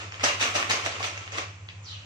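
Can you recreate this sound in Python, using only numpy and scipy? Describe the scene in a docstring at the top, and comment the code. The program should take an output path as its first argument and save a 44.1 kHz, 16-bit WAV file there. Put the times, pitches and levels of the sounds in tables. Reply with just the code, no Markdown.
"""In a tiled kitchen, a plastic packet of dry pasta is shaken out over a pot on a gas stove.
Each shake rattles the pasta against the packet and spills some into the pot, which rings faintly.
The plastic crackles and snaps, and the shakes weaken as it empties. Then the packet slides with
a falling swish. An electric hum and the soft rush of the burner run underneath."""
import sys
import numpy as np
from scipy import signal
from scipy.fft import rfft, irfft, next_fast_len
from scipy.io import wavfile
from scipy.ndimage import uniform_filter1d

SR = 44100
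rng = np.random.default_rng(int(sys.argv[2]) if len(sys.argv) > 2 else 0)


def file_out(sig):
    """Save sig as 16-bit WAV at sys.argv[1]."""
    # one column per channel
    cols = np.atleast_2d(sig).T
    # limit, then scale
    lim = np.clip(cols, -1, 1)
    pcm = np.round(lim * 32767).astype(np.int16)
    wavfile.write(sys.argv[1], SR, pcm)


N = 90404
PADDED = next_fast_len(N + SR)  # extra samples for the echoes to die away
LEFT_LAG_S = 0.00021  # the packet is to the right, so the left side hears it later

# shakes of the packet: (time [s], rise [s], rattle level [dB], rattle fade [s], thump level [dB],
# spill level [dB], knock pitch [Hz], relative knock level [dB])
SHAKES = [(.238, 0.0072, -21, 0.029, -27, -31, 264, -28), (.423, 0.023, -23, 0.02, -36, -31.5, 286, -36.5),
          (.56, 0.015, -24, .012, -30.5, -32.5, 258, -35.5),
          (0.702, 0.0094, -23, 0.029, -37, -34.5, 195, -36.5),
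          (.865, 0.02, -29, 0.0087, -38, -59, 280, -41),
          (1.003, 0.0078, -35.5, 0.0077, -39.5, -50, 261, -43),
          (1.044, .018, -30, 0.026, -61, -48, 307, -48), (1.383, 0.014, -31, 0.0066, -37.5, -54, 573, -41)]


def amp(db):
    """Turns decibels into a number to multiply a sound by."""
    return 10 ** (np.asarray(db) / 20)


def unit(x):
    """Scales a sound to an average power of 1."""
    return x / np.sqrt(np.mean(x ** 2) + 1e-20)


def read(points, hz):
    """Looks up a frequency in a table, blending between rows along a musical pitch scale."""
    freqs, values = np.transpose(points)
    return np.interp(np.log(hz + 1), np.log(freqs + 1), values)


def colour(x, points, size=4096):
    """Gives a sound the tone in a table, using a filter with a total energy of 1."""
    log_gain = np.log(amp(read(points, abs(np.fft.fftfreq(size, 1 / SR)))))
    response = np.exp(np.conj(signal.hilbert(log_gain)))  # rings after a hit, never before
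    taps = np.fft.ifft(response).real[:size // 2]
    return signal.fftconvolve(x, taps / np.linalg.norm(taps))[:N]


def grains(per_s, spread_db):
    """Tiny random hits of uneven size, their power evened out over about a hundredth of a second."""
    hits = (rng.random(N) < per_s / SR) * rng.choice([-1, 1], N)
    hits = hits * amp(spread_db * np.minimum(rng.exponential(1, N), 4))
    local_power = abs(uniform_filter1d(hits ** 2, size=500))
    return hits / np.sqrt(local_power + np.mean(hits ** 2) / 20)


def burst(peak_s, rise_s, fade_s):
    """A loudness curve that swells to its peak, then dies away."""
    t = np.arange(N) / SR - peak_s
    return np.exp(-np.where(t < 0, (t / rise_s) ** 2, t / fade_s))


def pair(spectra, likeness, hz):
    """Blends two noises into left and right: likeness 1 is the same, 0 unrelated, -1 opposite."""
    alike = np.clip(read(likeness, hz), -1, 1)
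    return np.array([spectra[0], alike * spectra[0] + np.sqrt(1 - alike ** 2) * spectra[1]])


def hum():
    """Mains electricity hums and throbs, and flutters as weaker tones drift in and out of step."""
    # weaker tones: (pitch [Hz], level [dB], time when in step with the hum [s])
    weak_tones = [(86, -54.5, .078), (106.5, -63, .07)]
    mains_hz, mains_db = 100.15, -45.7
    throb_per_s, dip_s, depth = 6.36, .467, .36
    overtone_hz, overtone_db = 172, -66
    t = np.arange(N) / SR
    cycles = mains_hz * t + rng.random()
    throb = 1 - depth * np.cos(2 * np.pi * throb_per_s * (t - dip_s))
    mains = amp(mains_db) * throb * np.sin(2 * np.pi * cycles)
    flutter = sum(amp(db) * np.sin(2 * np.pi * (cycles + (hz - mains_hz) * (t - s)))
                  for hz, db, s in weak_tones)
    overtone = amp(overtone_db) * unit(np.sin(2 * np.pi * (overtone_hz * t + rng.random())))
    return np.sqrt(2) * (mains + flutter) + overtone


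def burner():
    """The gas flame makes a soft, low, steady rush."""
    # tone of the flame: (frequency [Hz], relative level [dB])
    tone = [(20, -14), (50, -4), (70, 0), (100, 6), (135, 2), (200, -7.5), (400, -10.5), (1000, -9),
            (1600, -12.5), (2500, -9), (4000, -30), (6300, -16.5), (7800, -20.5), (9500, -89), (15000, -58)]
    # how alike the flame sounds left and right: (frequency [Hz], likeness [-1 to 1])
    likeness = [(25, .3), (60, 0.6), (100, 0.81), (200, 1), (600, 0.2), (1500, .1), (6000, 0.1)]
    hz = np.fft.rfftfreq(N, 1 / SR)
    noise = pair(rfft(rng.standard_normal((2, N))), likeness, hz)
    return amp(-53.5) * unit(irfft(noise * amp(read(tone, hz)), N))


def echoes(hz):
    """One set of echoes, as spectra: quick bounces off the stove and tiles, then a fading tail."""
    # how long the kitchen rings: (frequency [Hz], time to fade by 60 dB [s])
    ring_times = [(100, 0.24), (500, 0.33), (2500, 0.41), (6000, 0.38), (12000, 0.12)]
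    # how alike the echoes are left and right: (frequency [Hz], likeness [-1 to 1])
    likeness = [(60, 0.21), (150, 0.11), (300, 0.87), (600, 0.61), (1200, -0.4), (2500, 0.0054),
                (6000, 0.025)]
    build_s, early_db, early_fade_s = 0.00095, 6, 0.0039
    bands, t, noise = signal.stft(rng.standard_normal((2, SR // 2)), SR, nperseg=256)
    fade = amp(-60 * t / read(ring_times, bands)[:, None])
    tail = signal.istft(noise * fade, SR, nperseg=256)[1]
    t = np.arange(tail.shape[1]) / SR
    tail *= (1 - np.exp(-t / build_s)) * (1 + amp(early_db) * np.exp(-t / early_fade_s))
    tail /= np.linalg.norm(tail, axis=1, keepdims=True)
    return pair(rfft(tail, PADDED), likeness, hz)


def kitchen(x, echo_sets=8):
    """Direct sound plus echoes. Pieces land in different spots, so sets of echoes take turns."""
    direct_db, room_db, rounds_per_s = -5.5, 1, 23
    t, hz = np.arange(N) / SR, np.fft.rfftfreq(PADDED, 1 / SR)
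    shares = np.array([np.exp(echo_sets * np.cos(2 * np.pi * (rounds_per_s * t + k / echo_sets)))
                       for k in range(echo_sets)])
    shares /= np.linalg.norm(shares, axis=0)
    room = sum(rfft(x * share, PADDED) * echoes(hz) for share in shares)
    direct = rfft(x, PADDED) * np.exp(-2j * np.pi * hz * np.array([[LEFT_LAG_S], [0]]))
    return irfft(amp(direct_db) * direct + amp(room_db) * room, PADDED)[:, :N]


def pot(hits):
    """The metal pot rings faintly with whatever strikes it."""
    # notes of the pot: (pitch [Hz], relative level [dB], time to fade by 60 dB [s])
    notes = [(266, -7, .25), (586, -6, .24), (658, -3.5, .2), (737, -1, .22), (830, -8, .3),
             (1034, -3, .25), (1141, -3.5, .24), (1332, -6.5, .25), (1813, -5, .25), (2102, -5, .25),
             (2289, -5, .25), (2741, -8.5, .25), (2788, -8, .25), (3104, -6, .2)]
    spread_hz = 1210  # above this, left and right can be out of step by any amount
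    t = np.arange(SR // 2) / SR
    ring = np.zeros((2, len(t)))
    for hz, db, ring_s in notes:
        offset = rng.random((2, 1)) * min(hz / spread_hz, 1)
        ring += amp(db - 60 * t / ring_s) * np.sin(2 * np.pi * (hz * t + offset))
    ring /= np.linalg.norm(ring[0])
    return amp(-14.5) * signal.fftconvolve(hits[None], ring, axes=1)[:, :N]


def slide():
    """The sliding plastic scrapes, with a swish that falls in pitch as it slows."""
    # course of the slide: (time [s], swish pitch [Hz], swish level [dB], scrape level [dB])
    course = [(1.825, 7400, -66, -68), (1.851, 5340, -51, -60), (1.866, 4570, -45.5, -54),
              (1.885, 4020, -45.5, -46), (1.905, 3930, -43.5, -48.5), (1.92, 3300, -45.5, -45),
              (1.949, 2770, -47.5, -57), (1.98, 2850, -67, -54), (2.02, 2850, -53, -64),
              (2.05, 2700, -62, -64)]
    # tone of the scrape: (frequency [Hz], relative level [dB])
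    tone = [(300, -43), (900, -13), (1300, 3.5), (1800, -7), (2400, -3), (3200, 3), (4100, 5), (5200, -2),
            (6300, -3), (8000, -16), (10000, -49), (15000, -49)]
    width_hz = 660  # a wider band of pitches sounds less like a whistle
    s, hz, swish_db, scrape_db = np.transpose(course)
    t = np.arange(N) / SR
    glide = np.exp(2j * np.pi * np.cumsum(np.interp(t, s, hz)) / SR)
    decay = np.exp(-np.pi * width_hz / SR)
    # dividing by the glide, smoothing and multiplying back keeps the sound near the gliding pitch
    smoothed = signal.lfilter([1], [1, -2 * decay, decay ** 2], grains(5000, spread_db=3.5) / glide)
    swish = amp(np.interp(t, s, swish_db)) * unit((glide * smoothed).real)
    scrape = amp(np.interp(t, s, scrape_db)) * colour(grains(2300, spread_db=3), tone)
    return (t > s[0]) * (swish + scrape)


def rustle():
    """Loose pasta and plastic crackle as the hands move the packet."""
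    # loudness of the handling: (time [s], level [dB])
    handling = [(0, -37), (.06, -47.5), (.11, -52), (.145, -44.5), (.18, -49), (.209, -38), (.36, -64),
                (.52, -45.5), (.66, -46), (.84, -39), (.96, -39), (1.09, -50.5), (1.14, -44.5),
                (1.189, -44), (1.305, -49), (1.335, -37), (1.415, -41), (1.47, -56.5), (1.6, -59.5),
                (1.67, -62), (2.05, -57.5)]
    # tone of the rustle: (frequency [Hz], relative level [dB])
    tone = [(100, -33), (280, -5), (450, -1), (650, -2), (900, -3.5), (1200, 3), (1600, -3), (2500, 2.5),
            (4000, -7.5), (6200, -9.5), (6700, -7.5), (7800, -16), (9500, -31), (12000, -38), (15500, -76)]
    level = amp(np.interp(np.arange(N) / SR, *np.transpose(handling)))
    return colour(level * grains(per_s=1300, spread_db=4.5), tone)


def creases():
    """The plastic buckles in short crunches, each gathered around its own pitch."""
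    # single creases: (time [s], relative level [dB], centre pitch [Hz], fade [s])
    crunches = [(.001, -41.5, 2140, 0.0034), (.119, -49, 6300, .004), (.207, -37, 2000, .006),
                (.238, -25, 6400, 0.0038), (.247, -34, 6430, 0.0036), (.254, -29.5, 2060, 0.0015),
                (.285, -26.5, 2600, 0.0026), (.406, -35.5, 3200, 0.0028), (.429, -38, 4250, 0.0018),
                (.556, -35, 5100, 0.0089), (.713, -26.5, 5260, 0.0011), (.729, -38, 2430, 0.0011),
                (.77, -34, 1410, 0.00085), (.918, -40.5, 4440, .0015), (1.002, -37, 1100, 0.0028),
                (1.028, -34, 5500, .00075), (1.041, -36.5, 5900, 0.00084), (1.096, -44, 5500, 0.0015),
                (1.176, -44, 6060, .002), (1.320, -44, 6840, 0.004), (1.687, -42.5, 3460, 0.00059),
                (1.696, -47.5, 2510, 0.0098), (2.002, -48, 2400, .0015)]
    width_octaves, boost_db = 0.39, 7
    out, hz = np.zeros(N), np.geomspace(50, SR / 2, num=60)
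    for s, db, centre, fade in crunches:
        hump_db = -18 * np.log10(1 + (np.log2(hz / centre) / width_octaves) ** 2)
        treble_cut_db = 55 * np.log2(np.maximum(hz / 6500, 1))
        crunch = rng.standard_normal(N) * burst(s, rise_s=.0005, fade_s=fade)
        out += amp(db + boost_db) * colour(crunch, np.c_[hz, hump_db - treble_cut_db])
    return out


def snaps():
    """Tight plastic pops with a very short click, which bounces straight back off the stove top."""
    # snaps of the packet: (time [s], level [dB], pitch [Hz])
    pops = [(.123, -25, 2100), (.143, -26, 2500), (.197, -24, 2200), (0.266, -19, 2450),
            (0.4062, -18, 2560), (0.415, -20, 2750), (.628, -12.5, 2100), (.710, -11.5, 2000),
            (0.7156, -19, 2640), (.799, -27, 2270), (0.841, -24, 2600), (.863, -15, 1950),
            (1.0293, -17, 2560), (1.042, -17.5, 3000), (1.177, -23, 2250), (1.278, -25, 2550),
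            (1.322, -27, 2110), (1.349, -25, 2410), (1.3847, -16, 2010), (1.58, -44, 1540),
            (1.585, -42, 2020), (1.687, -34.5, 3200), (1.689, -26, 2730)]
    fade_cycles, echo_s, echo_db = .62, .0018, -15
    t = np.arange(N) / SR
    out = np.zeros(N)
    for s, db, hz in pops:
        for delay, gain in ((0, 1), (echo_s, amp(echo_db))):
            cycles = (t - s - delay) * hz
            out += gain * amp(db) * np.exp(-(cycles / fade_cycles) ** 2) * np.sin(2 * np.pi * cycles)
    return out


def knocks():
    """The weight of the pasta gives the packet one dull knock per shake."""
    t = np.arange(N) / SR
    return sum(amp(db) * burst(s, rise_s=0.004, fade_s=0.016) * np.sin(2 * np.pi * hz * (t - s))
               for s, *_, hz, db in SHAKES)


def shakes():
    """Each shake rattles the pasta, thumps the packet and spills some pieces into the pot."""
    # bright tone of the rattling pasta: (frequency [Hz], relative level [dB])
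    rattle_tone = [(100, -38), (300, -14.5), (700, -3.5), (1500, -1), (2500, 1.5), (3900, -4), (5200, -8),
                   (6250, -1), (6600, -8.5), (7900, -13), (10000, -26), (12000, -30.5), (15500, -34)]
    # dull tone of the thumped packet: (frequency [Hz], relative level [dB])
    thump_tone = [(40, -38), (170, -15), (280, -6.5), (370, -5.5), (480, 1.5), (590, -1), (730, 4.5),
                  (900, -8.5), (1250, -4), (2200, -28), (5000, -12), (15000, -84)]
    # tone of pasta landing in the pot: (frequency [Hz], relative level [dB])
    spill_tone = [(100, -20), (280, -6.5), (620, -3.5), (900, -11.5), (1150, 2), (1600, -7), (2400, -1),
                  (3000, -6), (4200, -15.5), (6200, -15.5), (7800, -16.5), (10000, -30.5), (15500, -32.5)]
    spill_delay_s = 0.038
    rattle, thump, spill = np.zeros((3, N))
    for s, rise, rattle_db, fade, thump_db, spill_db, *_ in SHAKES:
        rattle += amp(rattle_db) * burst(s, rise, fade)
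        thump += amp(thump_db) * burst(s, rise, fade_s=0.0086)
        spill += amp(spill_db) * burst(s + spill_delay_s, rise_s=0.035, fade_s=0.059)
    return (colour(rattle * grains(per_s=3000, spread_db=5.5), rattle_tone)
            + colour(thump * grains(per_s=1300, spread_db=7), thump_tone)
            + colour(spill * grains(per_s=2200, spread_db=4), spill_tone))


def scene():
    """Mixes the packet, pasta and pot in the kitchen, over the hum and the burner."""
    pasta, clicks = shakes() + rustle(), snaps()
    left_clicks = np.interp(np.arange(N) - LEFT_LAG_S * SR, np.arange(N), clicks)
    close_clicks = np.array([left_clicks, clicks])
    room = kitchen(pasta + creases() + slide() + amp(-4) * clicks)
    return room + close_clicks + amp(-2.5) * knocks() + pot(pasta) + hum() + burner()


def record(dry):
    """Leans some pitches left and others right, then cuts off the very highest treble."""
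    # left-right balance: (frequency [Hz], left minus right level [dB])
    balance = [(100, -0.5), (1200, -1), (4000, 0), (6000, -2.5), (7000, 0.5), (8500, 5), (15000, 1.5)]
    lean_db = read(balance, np.fft.rfftfreq(PADDED, 1 / SR)) / 2
    stereo = irfft(rfft(dry, PADDED) * amp([lean_db, -lean_db]), PADDED)[:, :N]
    treble_cut = signal.firwin(511, cutoff=15750, window=("kaiser", 9), fs=SR)
    return signal.oaconvolve(stereo, treble_cut[None], "same")


dry = scene()
out = record(dry)
file_out(out)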